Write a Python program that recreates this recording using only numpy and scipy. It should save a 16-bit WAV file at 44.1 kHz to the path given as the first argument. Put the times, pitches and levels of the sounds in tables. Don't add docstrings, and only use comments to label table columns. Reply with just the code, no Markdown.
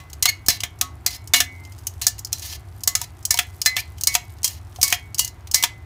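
import sys
import numpy as np
from scipy import signal
from scipy.fft import rfft, irfft
from scipy.io import wavfile
from scipy.ndimage import uniform_filter1d

SR = 44100
rng = np.random.default_rng(int(sys.argv[2]) if len(sys.argv) > 2 else 0)


def transcribe(u):
    v = np.clip(np.atleast_2d(u).T, -1, 1)
    q = np.round(v * 32767).astype(np.int16)
    wavfile.write(sys.argv[1], SR, q)


N = 257984

# (frequency [Hz], density [dB per Hz])
RUMBLE_SPECTRUM = [(25, -31.5), (45, -13), (60, -2.5), (77, 2), (89, 1.5), (100, 3), (118, -6.5),
                   (189, -23.5), (351, -20), (506, -32), (729, -23.5), (1600, -32), (2500, -37.5),
                   (6700, -49), (15200, -51)]
# (time [s], level [dB], frequency [Hz], T60 [s])
THUMPS = [(0.484, -4.5, 340, 0.0033), (0.487, -19.5, 85, 0.051), (0.814, -47.5, 264, 0.75),
          (1.34, -37.5, 262, 0.57), (4.787, -27, 736, 0.081)]
# (start [s], end [s], start
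# pitch [Hz], end pitch [Hz], level [dB], fall per overtone [dB])
HELD_TONES = [(0.277, 0.303, 2230, 2150, -13.5, -3), (1.525, 1.736, 2080, 2090, -45, -28),
              (3.774, 3.804, 2100, 2480, -22, -13.5)]
# (start [s], end [s], start RMS [dB], end RMS [dB])
SLIDES = [(0.287, 0.306, -17, -23.5), (0.486, 0.579, -19.5, -39.5), (1.104, 1.172, -34.5, -39.5),
          (1.358, 1.464, -17.5, -51), (2.014, 2.082, -24, -49), (2.181, 2.196, -35.5, -43),
          (2.32, 2.44, -42, -45), (2.42, 2.568, -34, -38), (2.962, 3.049, -58, -29.5),
          (3.304, 3.439, -31, -44.5), (3.774, 3.81, -34, -22.5), (4.087, 4.166, -44, -27),
          (4.437, 4.593, -30, -51), (4.845, 4.959, -36, -26), (5.177, 5.298, -34.5, -44.5),
          (5.537, 5.66, -24, -47)]
# (frequency [Hz], density [dB per Hz])
RASP_SPECTRUM = [(400, -38), (700, -5), (1400, -14), (1800, -3), (3320, -3), (6190, 2.5), (7460, -5),
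                 (15300, -1)]
# (time [s], level [dB], gain below 4 kHz [dB])
TICKS = [(0.0992, -35.5, 1), (0.131, -27.5, 6.5), (0.4624, -19, -5), (0.4897, -10, -12), (0.604, -20, 11.5),
         (0.788, -38.5, -6), (1.148, -28, 1.5), (1.274, -27, -3), (1.6502, -37.5, 10), (1.721, -35.5, -2),
         (1.786, -36.5, 0), (1.8687, -11, -1), (2.0186, -14.5, 5), (2.08, -11, -8), (2.1904, -21.5, -21),
         (2.2476, -20, -15), (2.2705, -33.5, 1), (2.383, -30.5, -8.5), (2.3947, -25, -6), (2.45, -29, 10),
         (2.525, -28.5, 16.5), (2.533, -32.5, 11.5), (2.806, -36.5, 0), (2.835, -15.5, -6),
         (3.2273, -36.5, -12), (3.252, -8, -9.5), (3.373, -15.5, 11.5), (3.616, -11, 2.5), (3.6522, -23, 3),
         (3.7586, -33, 7), (3.982, -33.5, 8), (4.01, -16, -2.5), (4.0354, -9, -5.5), (4.128, -30.5, -3),
         (4.141, -14, -4.5), (4.385, -44.5, 13), (4.4313, -19, -4), (4.477, -14.5, -7), (4.7599, -31.5, 11),
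         (4.814, -10.5, 0), (4.879, -11.5, -3), (4.902, -16, -3), (5.145, -18, -3), (5.1826, -13.5, -14.5),
         (5.2466, -12.5, -8), (5.4718, -33.5, 14), (5.513, -15, -8.5), (5.6259, -10.5, 8.5)]
# (time [s], clatter level [dB], hollow knock level [dB], clatter T60 [s], wall ring level [dB],
# place round the wall [0-1], favoured pitch of the spot [Hz], its ring level [dB], second favoured pitch [Hz])
CONTACTS = [(0.001, -49, -49, 0.19, -49.5, 0, 1109, -42.5, 2743),
            (0.225, -8.5, -36, 0.054, -31.5, 0.3, 4125, -22, 2743),
            (0.2555, -9, -14, 0.053, -43, 0.6, 4240, -15, 3580),
            (0.484, -2, -13.5, 0.023, -39, 0.8, 4160, -20, 1780),
            (0.502, -17.5, -23, 0.055, -40, 0.8, 4000, -20, 3580),
            (0.6347, -22, -21.5, 0.065, -47, 0.8, 1720, -29, 3225),
            (0.812, -9.5, -18, 0.041, -49.5, 0.1, 1268, -25.5, 1109),
            (1.0627, -11, -20.5, 0.068, -45.5, 0.46, 4120, -24, 2130),
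            (1.3357, -10, -18, 0.072, -12.5, 0.8, 3580, -5, 4680),
            (1.3425, -16.5, -17, 0.074, -17.5, 0.97, 2881, -6.5, 3935),
            (1.403, -10.5, -15, 0.08, -34.5, 0.6, 3580, -18.5, 1760),
            (2.067, -8.5, -23, 0.065, -69, 0.4, 1740, -28.5, 4727),
            (2.329, -14, -28, 0.031, -63, 0.9, 4120, -30, 5245),
            (2.875, -8.5, -23.5, 0.063, -38, 0.1, 1109, -33.5, 1760),
            (2.952, -14, -24, 0.075, -56, 0.1, 1268, -34, 2160),
            (3.015, -19, -30.5, 0.031, -64, 0.2, 948, -37, 712),
            (3.307, -9, -24.5, 0.074, -31, 0.8, 1760, -27.5, 5245),
            (3.342, -17.5, -31, 0.027, -33, 0.94, 712, -30, 948),
            (3.389, -11.5, -13, 0.051, -46, 0.1, 712, -22.5, 5245),
            (3.6597, -8.5, -18, 0.079, -22, 0.26, 4110, -13.5, 1760),
            (3.766, -19, -18.5, 0.08, -45, 0, 1800, -24, 4375),
            (4.071, -9, -27.5, 0.066, -24.5, 0.82, 4095, -31, 5245),
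            (4.151, -10.5, -13, 0.043, -41.5, 0.84, 712, -25.5, 948),
            (4.444, -12, -50, 0.11, -57, 0.4, 2881, -25, 3225),
            (4.829, -7.5, -25.5, 0.11, -26, 0.92, 1109, -32, 4095),
            (4.925, -13, -12, 0.044, -36, 0.8, 3225, -19.5, 712),
            (5.1923, -11, -39, 0.11, -42.5, 0.1, 2860, -12.5, 4535),
            (5.277, -29.5, -50, .04, -52, 0.27, 5245, -42.5, 3960),
            (5.5438, -7, -25, 0.1, -24.5, 0.46, 4095, -31, 1760),
            (5.637, -10.5, -13, 0.062, -37, 0.26, 948, -26.5, 712)]
# (frequency [Hz], density [dB per Hz])
CLATTER_SPECTRUM = [(590, -62.5), (1000, -14.5), (1470, -27), (2220, -15.5), (2500, -14), (3160, -6),
                    (3470, -16), (3990, -9.5), (5950, 0), (9960, -6.5), (13000, -9), (15600, -5)]
# (frequency [Hz], density [dB per Hz])
KNOCK_SPECTRUM = [(200, -14), (500, -18.5), (800, -6.5), (1500, -0.5), (2200, 5.5), (3500, 5.5),
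                  (6000, -35.5)]
# (frequency [Hz], relative level [dB], T60 [s])
POT_RINGS = [(712, 0, .1), (948, 7, .1), (1109, -4, .4), (1268, -3, .2), (1760, 2, .1), (1843, -4, .18),
             (2034, 0, .5), (2097, -4, .2), (2223, 0, .6), (2525, -3, .3), (2743, -10, .2), (2881, -15, .3),
             (3225, -6, .15), (3580, -3, .11), (3990, -6, .2), (4095, 0, .11), (4125, -5, .19),
             (4375, -12, .2), (4535, -5, .16), (4727, -8, .16), (5245, -7, .14), (6700, -7, .1)]
# (frequency [Hz], width [Hz], relative level [dB])
TONG_MODES = [(4070, 300, -5), (5010, 370, 9.5), (6696, 74, 2)]

RUMBLE_DB = -38.5
KITCHEN_T60_S, KITCHEN_DB, WALL_CUT_HZ = 0.21, -12.5, 3000
STRANDS_PER_S, STRANDS_DB = 330, -55
LAND_S, LIFT_S = 0.0015, 0.006
CLUMP_DB = 1.5
SLIDE_RING_DB = 6
TICK_T60_S = 0.032
CRACK_DB, CRACK_S = -2, 0.005
SNAP_DB = 11
TOUCH_DAMPING_DB, TOUCH_S = -18.5, 0.0074
WOBBLE_DB, DETUNE = 1.5, 0.001
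FLOOR_HZ, WALL_HZ, TWIN_HZ = 950, 2130, (2034, 2223)
FLOOR_RING_DB, FLOOR_FALL_DB_PER_OCTAVE = -12, -38.5
LOWER_WALL_DB, MIDDLE_WALL_DB, UPPER_WALL_DB = -16.5, -13, -9
TREBLE_HZ, TREBLE_RING_DB = 2600, -26
PLACE_SPREAD_DB = 3.5
FAVOUR_OCTAVES, SECOND_DB = 0.04, -3
GRIP_SPLIT, GRIP_SHIFT_DB = 0.018, 2.5
CUTOFF_HZ = 16800


def amp(db):
    return 10 ** (np.asarray(db) / 20)


def rms_one(x):
    return x / np.sqrt(np.mean(x ** 2) + 1e-20)


def add(out, start_s, x):
    i = round(start_s * SR)
    out[i:i + len(x)] += x[:N - i]


def wander(count, per_s):
    knots = rng.standard_normal(count // 50)
    return np.interp(np.arange(count) * per_s / SR, np.arange(len(knots)), knots)


def lumpy(count, per_s, lump_db):
    return rng.standard_normal(count) * amp(lump_db * wander(count, per_s))


def colour(x, points, size=4096):
    hz = np.maximum(np.fft.rfftfreq(size, 1 / SR), 1)
    point_hz, point_db = np.array(points).T
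    log_gain = np.interp(np.log(hz), np.log(point_hz), point_db) * np.log(10) / 20
    cepstrum = irfft(log_gain)
    cepstrum[1:size // 2] *= 2
    cepstrum[size // 2 + 1:] = 0
    taps = irfft(np.exp(rfft(cepstrum)))
    return signal.fftconvolve(x, taps / np.sqrt(np.sum(taps ** 2)))[:len(x)]


def resonance(x, hz, width_hz):
    r = np.exp(-np.pi * width_hz / SR)
    poles = [1, -2 * r * np.cos(2 * np.pi * hz / SR), r * r]
    return signal.lfilter([(1 - r * r) / 2, 0, (r * r - 1) / 2], poles, x)


def appliance():
    return amp(RUMBLE_DB) * colour(rng.standard_normal(N + SR), RUMBLE_SPECTRUM, size=16384)[SR:]


def kitchen(x):
    t = np.arange(SR // 2) / SR
    noise = rng.standard_normal(len(t))
    low = signal.sosfilt(signal.butter(1, WALL_CUT_HZ, fs=SR, output="sos"), noise)
    high = noise - low
    echo = low * amp(-60 * t / KITCHEN_T60_S) + high * amp(-60 * t / (0.5 * KITCHEN_T60_S))
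    return amp(KITCHEN_DB) * signal.fftconvolve(x, echo / np.sqrt(np.sum(echo ** 2)))[:N]


def thumps():
    out, t = np.zeros(N), np.arange(SR // 3) / SR
    for start_s, db, hz, t60_s in THUMPS:
        add(out, start_s, amp(db - 60 * t / t60_s) * np.sin(2 * np.pi * hz * t))
    return out


def strands():
    rate_per_s = STRANDS_PER_S * amp(5 * wander(N, per_s=3.7))
    happens = rng.random(N) < rate_per_s / SR
    sizes = amp(4.5 * np.minimum(rng.exponential(1, N), 4)) * happens
    dealt, noise = rng.integers(0, 6, N), rng.standard_normal(N)
    decay = amp(-60 / (0.0062 * SR))
    out = np.zeros(N)
    for k, hz in enumerate(np.geomspace(4000, 14000, num=6)):
        envelope = signal.lfilter([1], [1, -decay], sizes * (dealt == k) + 1e-18)
        out += resonance(envelope * noise, hz, 0.74 * hz)
    return amp(STRANDS_DB) * out


def squeaks_and_held_ring():
    out = np.zeros(N)
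    for start_s, end_s, start_hz, end_hz, db, fall_db in HELD_TONES:
        length_s = end_s - start_s
        t = np.arange(round(length_s * SR)) / SR
        jitter = rms_one(uniform_filter1d(rng.standard_normal(len(t)), size=60))
        hz = np.interp(t, [0, length_s], [start_hz, end_hz]) * (1 + 0.01 * jitter)
        cycles = np.cumsum(hz) / SR
        tone = sum(amp(fall_db * k) * np.sin(2 * np.pi * (k + 1) * cycles) for k in range(3))
        envelope = np.sin(np.pi * t / length_s) ** 0.5
        add(out, start_s, amp(db) * envelope * tone)
    return out


def slides():
    stroke, t = np.zeros(N), np.arange(N) / SR
    for start_s, end_s, start_db, end_db in SLIDES:
        edge = np.clip(np.minimum((t - start_s) / LAND_S, (end_s - t) / LIFT_S), 0, 1)
        stroke += edge * amp(np.interp(t, [start_s, end_s], [start_db, end_db]))
    rasp = colour(stroke * lumpy(N, per_s=180, lump_db=1.0), RASP_SPECTRUM)
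    together = wander(N, per_s=130.0)
    grit = np.zeros(N)
    for k, edges_hz in enumerate(((200, 2500), (2500, 4500), (4500, 8000), (8000, 16500))):
        band = signal.sosfilt(signal.butter(2, edges_hz, "band", fs=SR, output="sos"), rasp)
        clumps = amp(CLUMP_DB * (together + wander(N, per_s=54.0)))
        grit += (-1) ** k * band * clumps
    rings = np.zeros(N)
    for hz, db, t60_s in POT_RINGS:
        width_hz = np.log(1000) / np.pi / t60_s
        rings += amp(db / 2) * resonance(grit, hz, width_hz)
    return grit + amp(SLIDE_RING_DB) * rings


def ticks():
    out, t = np.zeros(N), np.arange(SR // 5) / SR
    grain = colour(rng.standard_normal(N + SR), CLATTER_SPECTRUM)
    low = signal.sosfiltfilt(signal.butter(3, 4000, fs=SR, output="sos"), grain)
    decay = amp(-60 * t / TICK_T60_S) + amp(-35.5 - 60 * t / 0.055)
    shape = (1 - np.exp(-t / 0.00039)) * decay
    for start_s, db, low_db in TICKS:
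        i = round(start_s * SR)
        span = slice(i, i + len(t))
        add(out, start_s, amp(db) * shape * (grain[span] + (amp(low_db) - 1) * low[span]))
    return out


def ring_strengths(hz, clatter_db, knock_db, wall_db, place, spot_hz, spot_db, second_hz, chance):
    wall_offsets_db = [LOWER_WALL_DB, MIDDLE_WALL_DB, UPPER_WALL_DB]
    wall = wall_db + np.interp(np.log2(hz / WALL_HZ), [-0.7, -0.25, 1], wall_offsets_db)
    wall = np.where(hz > TREBLE_HZ, np.maximum(wall, clatter_db + TREBLE_RING_DB), wall)
    floor = knock_db + FLOOR_RING_DB + FLOOR_FALL_DB_PER_OCTAVE * np.log2(hz / hz[0])
    db = np.where(hz < FLOOR_HZ, floor, wall) + PLACE_SPREAD_DB * chance
    angle = np.pi / 2 * np.clip(place, 0.02, 0.98)
    db[hz == TWIN_HZ[0]] = wall_db + 20 * np.log10(np.cos(angle))
    db[hz == TWIN_HZ[1]] = wall_db + 20 * np.log10(np.sin(angle))
    for favoured_hz, top_db in ((spot_hz, spot_db), (second_hz, spot_db + SECOND_DB)):
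        db = np.maximum(db, top_db - 6 * (np.log2(hz / favoured_hz) / FAVOUR_OCTAVES) ** 2)
    return db


def clacks():
    bright, body, ring = np.zeros((3, N))
    t = np.arange(SR // 2) / SR
    hz, mode_db, mode_t60_s = np.transpose(POT_RINGS)[:, :, None]
    grain = lumpy(N + SR, per_s=700, lump_db=1.0)
    phases = rng.random((len(CONTACTS), len(POT_RINGS), 1))
    chances = rng.standard_normal((len(CONTACTS), 2, len(POT_RINGS), 1))
    wobble = amp(WOBBLE_DB * np.array([wander(N + SR, per_s=54.0) for _ in POT_RINGS]))
    gaps_s = np.diff(np.array(CONTACTS)[:, 0], append=N / SR)
    onset = 1 - np.exp(-t / 0.000099)
    crack = 1 + amp(CRACK_DB) * np.exp(-(t / CRACK_S) ** 2)
    swell = 1 - np.exp(-t / 0.00025)
    for contact, phase, (chance, shift), gap_s in zip(CONTACTS, phases, chances, gaps_s):
        start_s, clatter_db, knock_db, t60_s, *wall = contact
        i = round(start_s * SR)
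        burst = grain[i:i + len(t)] * onset * crack
        clatter_decay = amp(-60 * t / t60_s) + amp(-16.5 - 60 * t / 0.026)
        add(bright, start_s, burst * amp(clatter_db) * clatter_decay)
        add(body, start_s, burst * amp(knock_db - 60 * t / (1.09 * t60_s)))
        body[i] += amp(knock_db + SNAP_DB)
        strength_db = mode_db + ring_strengths(hz, clatter_db, knock_db, *wall, chance)
        damping_db = TOUCH_DAMPING_DB * np.clip((t - gap_s) / TOUCH_S, 0, 1)
        level = amp(strength_db - 60 * t / mode_t60_s + damping_db) * wobble[:, i:i + len(t)]
        tones = np.sin(2 * np.pi * (hz * (1 + DETUNE * shift) * t + phase))
        add(ring, start_s, swell * np.sum(level * tones, axis=0))
    return colour(bright, CLATTER_SPECTRUM), colour(body, KNOCK_SPECTRUM) + ring


def tong_body(x):
    out = x.copy()
    for k, (hz, width_hz, db) in enumerate(TONG_MODES):
        for side in (-1, 1):
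            drive = x * amp(db - 6.5 + GRIP_SHIFT_DB * wander(N, per_s=28.0))
            out += (-1) ** k * resonance(drive, hz * (1 + side * GRIP_SPLIT), width_hz)
    return rms_one(out) * np.sqrt(np.mean(x ** 2))


def scene():
    clatter, knocks = clacks()
    tongs = tong_body(clatter + ticks() + slides())
    pot = tongs + knocks + squeaks_and_held_ring() + strands() + thumps()
    return (appliance() + pot + kitchen(pot))[None]


def record(dry):
    rounded = 0.88 * dry / (1 + np.abs(dry) ** 4) ** 0.25
    return signal.sosfilt(signal.cheby2(14, 90, CUTOFF_HZ, fs=SR, output="sos"), rounded)


dry = scene()
out = record(dry)
transcribe(out)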